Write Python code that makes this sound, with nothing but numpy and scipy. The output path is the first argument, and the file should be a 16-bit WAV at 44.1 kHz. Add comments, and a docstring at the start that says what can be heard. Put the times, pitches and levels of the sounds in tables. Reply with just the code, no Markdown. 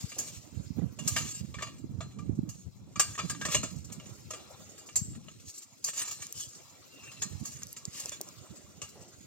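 """On an open, stony hillside, hollow metal tent poles are drawn from a canvas bag and fitted together.
Knocks, rattles and scrapes set ringing filters of the tubes going; rubbed tubes squeak as wavering tones.
Dry stalks snap as short noise bursts, and dull bumps are dying bursts of low noise.
Wind buffets the two ports of a phone microphone as lumpy rumble and single thumps, over a faint rustle."""
import sys
import numpy as np
from scipy import signal
from scipy.io import wavfile

SR = 44100
rng = np.random.default_rng(int(sys.argv[2]) if len(sys.argv) > 2 else 0)


def digitize_waveform(pressure):
    """Quantize a signal to 16-bit integers and store it at the path in sys.argv[1].

    Rows of a 2-D input are taken as channels; values are limited to [-1, 1].
    """
    field = np.atleast_2d(pressure).T
    bounded = np.clip(field, -1, 1)
    quanta = np.round(bounded * 32767).astype(np.int16)
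    wavfile.write(sys.argv[1], SR, quanta)


def undo_db(level):
    """Turn decibels back into plain size, where 20 dB means ten times bigger."""
    steps = np.asarray(level, float) / 20
    return 10 ** steps


N = 408366

# where the low, bright and top registers meet: edge_hz
REGISTER_EDGES_HZ = [4300, 8700]
# shift of the left port in the low, bright and top register, negative when it hears first: lag_samples
LEFT_LAG_SAMPLES = [-3, -2, -4]


def rms_one(x):
    """Scale to unit rms."""
    return x / np.sqrt(np.mean(x ** 2) + 1e-20)


def in_time(rows):
    """Columns of a curve table at every sample."""
    s, *columns = np.transpose(rows)
    return [np.interp(np.arange(N) / SR, s, column) for column in columns]


def at_hz(points, hz):
    """Read a spectrum on a log-frequency axis."""
    point_hz, point_db = np.array(points).T
    return np.interp(np.log(hz), np.log(point_hz), point_db)


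def drift(rate_hz):
    """Slow random wandering around 0 with spread 1; a higher rate wanders faster."""
    r = np.exp(-80 * np.pi * rate_hz / SR)   # one step every 40 samples
    slow = signal.lfilter([1], [1, -2 * r, r * r], rng.standard_normal(N // 40 + 2002))[2000:]
    return np.interp(np.arange(N) / 40, np.arange(len(slow)), rms_one(slow - slow.mean()))


def band(low_hz, high_hz):
    """Band-pass filter sections."""
    return signal.butter(2, [low_hz, high_hz], "band", fs=SR, output="sos")


def mode(hz, t60):
    """One ringing mode as a filter section; it fades by 60 dB in t60 seconds."""
    r, w = undo_db(-60 / (t60 * SR)), 2 * np.pi * hz / SR
    return np.array([[0.024, np.sin(w), 0.036, 1, -2 * r * np.cos(w), r * r]])


def place(times, shapes):
    """Lay one short shape at each time."""
    starts = np.round(np.asarray(times) * SR).astype(int)
    at = (starts[:, None] + np.arange(shapes.shape[1])).ravel()
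    return np.bincount(at, shapes.ravel(), N + shapes.shape[1])[:N]


def grit(spread_db, shape):
    """Dense uneven micro-contacts; rms 1."""
    unevenness = np.minimum(rng.exponential(1, shape), 4)
    return rms_one(rng.standard_normal(shape) * undo_db(spread_db * unevenness))


def to_ports(near, register, scatter_db, t60, pan_db=0):
    """Direct sound a few samples apart, plus each port's own scatter off the stones, changing as poles move."""
    moves_hz, move_rad = 1.5, 2.5   # how fast and how far the echo paths change
    t = np.arange(SR // 10) / SR
    stones = rng.standard_normal((2, 2, len(t))) * undo_db(-60 * t / t60)
    stones *= undo_db(scatter_db) / np.sqrt(np.sum(stones ** 2, axis=2, keepdims=True))
    direct = np.array([np.roll(near, LEFT_LAG_SAMPLES[register]), near])
    # the echo turns back and forth between two sets of paths
    turn = move_rad * drift(moves_hz)
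    here = signal.oaconvolve((near * np.cos(turn))[None], stones[0], axes=1)[:, :N]
    there = signal.oaconvolve((near * np.sin(turn))[None], stones[1], axes=1)[:, :N]
    pan = undo_db([[pan_db / 2], [-pan_db / 2]])
    return (direct + here + there) * pan / np.hypot(1, undo_db(scatter_db))


def port_step(below, above):
    """The port resonance ends sharply: what lies under it is cut at its edge, the top starts just above."""
    edge = REGISTER_EDGES_HZ[1]
    cut = signal.sosfilt(signal.ellip(8, 1, 40, edge - 250, fs=SR, output="sos"), below)
    return cut + signal.sosfilt(signal.cheby2(4, 14, edge, "high", fs=SR, output="sos"), above)


def rubbing(flutter_db, top_db):
    """Force of sliding, rattling and scraping in the three registers."""
    # poles sliding in the bag and in the hands: time_s, bright_db
    sliding = [(0.0, -48), (0.15, -52), (0.62, -63), (1.03, -75), (1.19, -52.5), (1.83, -67), (2.4, -72),
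               (2.55, -61.5), (2.82, -71), (3.12, -53), (3.74, -60.5), (5.9, -61), (6.22, -52.5),
               (6.86, -63.5), (7.09, -56), (7.66, -58), (9.26, -60.5)]
    # short scrapes of tube along tube, swelling and fading: middle_s, bright_db, low_db, half_length_s
    scrapes = [(0.287, -50.5, -54, 0.11), (1.149, -39.5, -44, 0.093), (1.326, -45, -52, 0.07),
               (3.531, -33, -32.5, 0.027), (5.488, -43.5, -60, 0.025), (5.561, -46, -83, 0.023),
               (5.629, -48.5, -58, 0.014), (5.884, -39, -44, 0.025), (5.982, -34, -45, 0.021),
               (6.033, -42, -46, 0.087), (6.411, -39, -64, 0.039), (7.494, -46, -59, 0.068),
               (7.971, -42.5, -52, 0.023), (8.035, -48, -49.5, 0.1)]
    slide_low_db = -6   # low register against bright
    # loose poles tick while they slide: this often at the mean sliding level, more often the harder
    rattles_per_s, rate_db_per_db = 12, 1
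    rattle_db, rattle_spread_db, rattle_t60_s = -7, 6, 0.099   # levels against the sliding

    slide_db, = in_time(sliding)
    chance = rattles_per_s * undo_db(rate_db_per_db * (slide_db - slide_db.mean())) / SR
    ticks = rng.random((2, N)) < chance
    tick_db = rattle_db + rattle_spread_db * np.minimum(rng.exponential(1, (2, N)), 3)
    fade = undo_db(-60 / (rattle_t60_s * SR))
    rattle = 1 + signal.lfilter([1], [1, -fade], ticks * undo_db(tick_db) + 1e-18)
    steady_bright, steady_low = undo_db(slide_db + [[0], [slide_low_db]]) * rattle

    middle, bright_db, low_db, half = np.transpose(scrapes)
    t = np.arange(SR // 2) / SR
    swell = np.exp(-((t - 2 * half[:, None]) / half[:, None]) ** 2)
    bright = steady_bright + place(middle - 2 * half, swell * undo_db(bright_db)[:, None])
    low = steady_low + place(middle - 2 * half, swell * undo_db(low_db)[:, None])
    flutter = undo_db(flutter_db * drift(39.6))   # the grip on the tubes is unsteady
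    return [low * flutter, bright * flutter, bright * flutter * undo_db(top_db)]


def tube_body(crack_db, twin):
    """Tube filters as (Hz, sections, gain, is a ring); unit noise gives rms 1 in each register."""
    # rings of the tubes: pitch_hz, gain_db, t60_s
    rings = [(636, -7, 0.0214), (1180, -8.5, 0.076), (1268, -1.5, 0.028), (1621, -11, 0.075),
             (1803, -1.5, 0.021), (2330, -9, 0.085), (2473, -18, 0.049), (2778, -10, 0.14),
             (2825, -5.5, 0.023), (3450, -9.5, 0.092), (4040, -18, 0.41), (4680, -11.5, 0.18),
             (6210, -7, 0.16), (6638, 7, 0.036), (7160, 5, 0.052), (7440, 5.5, 0.034), (8420, 5, 0.035)]
    # crowded short modes of the tube walls, heard as a crack: pitch_hz, density_db (per Hz, relative)
    crack = [(500, -16), (870, -46), (1200, -13), (1500, -32.5), (2500, -2), (3700, -8), (7000, 1.5),
             (8300, -7.5), (9500, -26), (15500, -31.5)]
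    body = []
    for hz, db, t60 in rings:
        # the two tubes that touch are not quite alike, so every ring has a close twin
        for detune in (1, 1 + twin):
            body.append((hz, mode(hz * detune, t60), undo_db(db), 1))
    edges = np.r_[np.geomspace(450, REGISTER_EDGES_HZ[1], num=13), 11000, 13500, 17000]
    for a, b in zip(edges, edges[1:]):
        middle_hz = np.sqrt(a * b)
        body.append((middle_hz, band(a, b), undo_db(at_hz(crack, middle_hz) + crack_db), 0))

    click, power = signal.unit_impulse(SR // 2), np.zeros(3)
    for hz, sos, gain, ring in body:
        power[np.searchsorted(REGISTER_EDGES_HZ, hz)] += np.sum((gain * signal.sosfilt(sos, click)) ** 2)
    return [(hz, sos, gain / np.sqrt(power[np.searchsorted(REGISTER_EDGES_HZ, hz)]), ring)
            for hz, sos, gain, ring in body]


def poles(crest_db, chance_db, favour_db, favour_width, chatter_t60, slide_ring_db):
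    """Knocks and sliding shake the same tubes; the spot struck favours one ring and those an octave away."""
    # pole on pole: time_s, peak_db (bright register), low_db (low register against peak), loudest_ring_hz
    knocks = [(0.184, -19, -30, 2660), (0.9881, -30.5, -15, 2756), (1.076, -15, -27, 2780),
              (1.1627, -16, -13.5, 2850), (1.541, -39.5, -4, 2330), (1.586, -47, 2, 1800),
              (1.609, -45, -3, 1190), (1.6218, -25.5, -11.5, 2314), (1.668, -49.5, 1, 1196),
              (2.006, -35, -7, 1250), (2.187, -44, -9, 2360), (2.4907, -33.5, -26, 2760),
              (2.9576, -32.5, -10, 2330), (2.9957, -8.5, -17.5, 1621), (3.1783, -30.5, -8, 1184),
              (3.189, -28.5, -5, 2326), (3.2967, -21.5, -15.5, 1630), (3.4128, -27, -10.5, 1627),
              (3.451, -19.5, -14.5, 1800), (3.5455, -15, -12.5, 2825), (3.631, -24.5, -14.5, 1247),
              (3.922, -32.5, -25, 2850), (4.057, -45, -13.5, 6638), (4.3059, -28.5, -17.5, 1250),
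              (4.3345, -33.5, -8.5, 1310), (4.69, -46, -40, 6638), (4.7784, -39, -21, 2830),
              (4.9569, -15.5, -54, 7440), (5.578, -35.5, -33, 7400), (5.842, -19.5, -62, 6320),
              (5.9316, -33, -18, 2825), (6.076, -30, -24, 2330), (6.11, -27, -22.5, 2825),
              (7.031, -49.5, -9.5, 1180), (7.116, -40, -13, 3390), (7.2195, -21, -16, 1100),
              (7.4526, -29, -27.5, 2700), (7.618, -38.5, -15.5, 1790), (7.764, -34, -18, 3000),
              (7.997, -26, -38, 2830), (8.1177, -32, -14, 3450), (8.8166, -28, -14.5, 2820)]
    # light taps that part sooner, with the same columns: time_s, peak_db, low_db, loudest_ring_hz
    taps = [(0.118, -36, -7.5, 2473), (3.151, -50, 4.5, 1803), (3.348, -46, 0, 1621),
            (3.485, -36, -5.5, 1180), (3.9, -57.5, 5, 1180), (3.999, -48.5, -1, 2825),
            (4.889, -38.5, -8, 2825), (5.2827, -51, 4, 2825)]
    tap_t60_s = 0.031
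    # a glancing knock has little low ring and much top, up to a limit against the peak
    top_db, top_per_low, top_most_db = -38.5, 0.81, -19
    slide_tilt_db = 5   # sliding wakes deep sounds less than a blow: dB an octave below the bright register

    s, peak_db, low_db, spot_hz = np.transpose(list(knocks) + list(taps))
    top_re_peak_db = np.minimum(top_db - top_per_low * low_db, top_most_db)
    knock_db = [peak_db + low_db, peak_db - crest_db, peak_db + top_re_peak_db]
    slide = rubbing(flutter_db=2.24, top_db=-14.5)

    # first contact, chatter, then the bundle settles more slowly
    t = np.arange(SR // 6) / SR
    lasts = np.repeat([chatter_t60, tap_t60_s], [len(knocks), len(taps)])[:, None]
    first_contact = 3.03 * undo_db(-60 * t / 0.0004)
    chatter = first_contact + undo_db(-60 * t / lasts) + undo_db(-21 - 60 * t / (6.86 * lasts))

    contacts = grit(3.0, (3, N))
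    # the sliding spot wakes other rings as it moves
    shifting = [undo_db(slide_ring_db + 4.5 * drift(9.9)) for group in range(4)]
    out = np.zeros((3, N))
    for k, (hz, sos, gain, ring) in enumerate(tube_body(crack_db=39.5, twin=0.0231)):
        register = np.searchsorted(REGISTER_EDGES_HZ, hz)
        near_spot = sum(np.exp(-(np.log(hz / spot_hz / octave) / favour_width) ** 2) for octave in (.5, 1, 2))
        ring_db = chance_db * rng.standard_normal(len(s)) + favour_db * near_spot
        blows = place(s, chatter * undo_db(knock_db[register] + ring * ring_db)[:, None])
        tilt = undo_db(slide_tilt_db * min(np.log2(hz / REGISTER_EDGES_HZ[0]), 0))
        sliding = slide[register] * tilt * (shifting[k // 2 % 4] if ring else 1)
        out[register] += signal.sosfilt(sos, gain * (blows + sliding) * contacts[k % 3])

    low = to_ports(out[0], register=0, scatter_db=-7, t60=0.05, pan_db=1.5)
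    bright = to_ports(out[1], register=1, scatter_db=2, t60=.04, pan_db=0)
    top = to_ports(out[2], register=2, scatter_db=39.0, t60=0.045, pan_db=2.5)
    return port_step(low + bright, top)


def port_gains(level_db, pan_db):
    """Levels at two unrelated ports whose mean has the given level."""
    left = 2 * undo_db(level_db) / np.sqrt(1 + undo_db(-2 * pan_db))
    return np.array([left, left * undo_db(-pan_db)])


def thump(hz, cycles):
    """A few swelling and fading cycles, one row a pitch."""
    turns = np.arange(SR // 8) / SR * hz[:, None]
    return np.sin(2 * np.pi * turns) * np.sin(np.pi * np.clip(turns / cycles, 0, 1)) ** 2


def wind(lumps_db, cycles, brighten):
    """Lumpy rumble, own in each port and brighter in gusts, and single strong eddies that thump."""
    # strength on the ports: time_s, level_db
    strength = [(0.0, -50.5), (0.13, -54.5), (0.8, -41.5), (1.0, -43), (1.75, -49), (1.88, -40),
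                (2.14, -47), (2.37, -38), (2.73, -56.5), (3.43, -40), (4.9, -63.5), (5.03, -44), (5.2, -50),
                (5.42, -58.5), (5.6, -74.5), (6.35, -56.5), (6.85, -68.5), (7.35, -44), (7.58, -57),
                (8.4, -59), (8.95, -54), (9.26, -64)]
    # eddies on one port: start_s, peak_db (about, mean of the ports), pitch_hz, port (0 left, 1 right)
    puffs = [(0.036, -26.5, 130, 0), (1.405, -30, 117, 1), (1.84, -31, 240, 1), (2.292, -20.5, 219, 1),
             (2.43, -25, 187, 1), (0.702, -27, 173, 1), (2.387, -18.5, 205, 1), (3.635, -29, 205, 1),
             (5.013, -27, 135.5, 0), (7.408, -31, 148, 1), (7.874, -33.5, 138, 1)]
    # the right port faces the wind: left-right dB falls with strength above calm, and veers
    calm_db, lean_per_db, veer_db = -71, 0.49, 5.5
    # stronger wind is brighter: dB an octave per dB above the mean
    mean_wind_db, brighter_per_db = -45, 0.22

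    level_db, = in_time(strength)
    pan_db = veer_db * drift(0.32) - lean_per_db * np.maximum(level_db - calm_db, 0)
    rumble, gusts = np.zeros((2, N)), np.array([drift(7.2), drift(32.4)])
    for low_hz, high_hz, band_db in [(68.3, 138.3, 1), (115.6, 228.6, -4.0), (263, 324, -17.5)]:
        noise = signal.sosfilt(band(low_hz, high_hz), rng.standard_normal((2, N)))
        lumps = lumps_db * np.array([drift(9.7), drift(14.3)])
        octaves = np.log2(low_hz / 65)
        gust_db = (1.0 + brighten * octaves) * gusts
        brighter_db = brighter_per_db * octaves * (level_db - mean_wind_db)
        rumble += noise * undo_db(band_db + lumps + gust_db + brighter_db)
    out = rms_one(rumble) * port_gains(level_db, pan_db)

    s, peak_db, hz, port = np.transpose(puffs)
    eddies = 2 * thump(hz, cycles) * undo_db(peak_db)[:, None]   # doubled, as only one port has it
    return out + np.array([place(s, eddies * (np.round(port) == k)[:, None]) for k in range(2)])


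def hillside_air(patchy_db):
    """Far rustle of grass and air: noise in narrow bands whose levels wander."""
    # open hillside: pitch_hz, density_db (per Hz, relative)
    air = [(250, -7.5), (823, -18), (1400, -25.5), (7240, -23), (8930, -37), (15100, -32)]
    air_db = -59.5   # rms of the whole rustle
    edges = np.r_[np.geomspace(200, REGISTER_EDGES_HZ[1], num=13), 12000, 17000]
    white, together, out = rng.standard_normal((2, N)), drift(0.46), np.zeros((2, N))
    for k, (a, b) in enumerate(zip(edges, edges[1:])):
        hz = np.sqrt(a * b)
        gain = undo_db(at_hz(air, hz) + patchy_db * (together + drift(20.0)))
        out[int(hz > REGISTER_EDGES_HZ[1])] += gain * signal.sosfilt(band(a, b), white[k % 2])
    below = to_ports(out[0], register=1, scatter_db=7.5, t60=0.025)
    above = to_ports(out[1], register=2, scatter_db=7.5, t60=0.025)
    return undo_db(air_db) * rms_one(port_step(below, above))


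def thuds(low_hz, high_hz):
    """Dull bumps, a dying burst of low noise, reach both ports alike."""
    # bumps on ground or bag: start_s, level_db (before the band-pass), t60_s
    bumps = [(0.165, -31.5, 0.54), (6.188, -38, 0.082), (8.052, -25, 0.059), (8.207, -26, 0.054),
             (8.535, -36, 0.069), (8.955, -37, 0.78)]
    s, level_db, t60 = np.transpose(bumps)
    t = np.arange(SR // 4) / SR
    burst = rng.standard_normal((len(s), len(t))) * undo_db(level_db[:, None] - 60 * t / t60[:, None])
    return signal.sosfilt(band(low_hz, high_hz), place(s, burst))


def stalks(t60, treble_lift_db):
    """A snap is a crack of a few milliseconds: a dull part and a treble part."""
    # snapping stalks: start_s, level_db (before the band-pass), treble_db (against level, before the lift)
    snaps = [(6.268, -20.5, -23), (6.3254, -17.5, -15), (7.633, -18, -25), (7.669, -21, -24),
             (7.729, -17, -19), (7.853, -11.5, -31), (8.058, -12, -30), (8.0941, -13.5, -35),
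             (8.213, -10.5, -18.5), (8.288, -20.5, -33)]
    s, level_db, treble_db = np.transpose(snaps)
    t = np.arange(SR // 30) / SR
    burst = rng.standard_normal((2, len(s), len(t))) * undo_db(-60 * t / t60)
    dull_cracks = place(s, burst[0] * undo_db(level_db)[:, None])
    treble_cracks = place(s, burst[1] * undo_db(level_db + treble_db + treble_lift_db)[:, None])
    dull = signal.sosfilt(band(5450, 7500), dull_cracks)
    treble = signal.sosfilt(band(5300, 21000), treble_cracks)
    return port_step(to_ports(dull, register=1, scatter_db=-10, t60=.04),
                     to_ports(treble, register=2, scatter_db=-10, t60=.04))


def singing_tube():
    """Friction holds one mode of a rubbed tube singing: a sagging tone roughened by slow noise."""
    # tube rubbed along another: start_s, length_s, level_db, pitch_hz, half_width_hz
    squeaks = [(6.335, 0.14, -52, 3020, 60), (6.356, 0.13, -53, 3380, 80), (6.88, 0.26, -53.5, 2777, 22),
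               (6.961, 0.18, -59, 2580, 50), (7.154, 0.079, -56, 2670, 60)]
    fade_s, sag_per_s = 0.048, 0.052   # it swells until this last fade; share of the pitch lost a second
    out, t = np.zeros(N), np.arange(N) / SR
    for start, length, db, hz, half_width_hz in squeaks:
        since = np.clip(t - start, 0, length)
        slow = signal.butter(2, half_width_hz, fs=SR, output="sos")
        rough = rms_one(signal.sosfilt(slow, grit(5.6, (2, N))))
        turn = 2 * np.pi * hz * since * (1 - sag_per_s * since / 2)
        shape = np.minimum(since / (length - fade_s), (length - since) / fade_s)
        out += undo_db(db) * shape ** 0.79 * (rough[0] * np.sin(turn) + rough[1] * np.cos(turn))
    return np.array([np.roll(out, LEFT_LAG_SAMPLES[0]), out])


def scene():
    """All sources at the two ports."""
    metal = poles(crest_db=8.0, chance_db=3.0, favour_db=11.5, favour_width=0.022,
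                  chatter_t60=0.077, slide_ring_db=-4.5)
    gusts = wind(lumps_db=7.0, cycles=1.79, brighten=0.78)
    air = hillside_air(patchy_db=3.5)
    bumps = thuds(low_hz=225, high_hz=685)
    snaps = stalks(t60=0.0045, treble_lift_db=10.5)
    return metal + gusts + air + bumps + snaps + singing_tube()


def roll_off(x):
    """The treble ends steeply here."""
    return signal.sosfilt(signal.butter(12, 16990, fs=SR, output="sos"), x)


def record(dry):
    """The phone cuts the deepest bass and the very top."""
    no_deep_bass = signal.sosfilt(signal.butter(4, 68, "high", fs=SR, output="sos"), dry)
    mix = signal.sosfilt(signal.cheby2(10, 60, 17100, fs=SR, output="sos"), no_deep_bass)
    return roll_off(mix)


dry = scene()
out = record(dry)
digitize_waveform(out)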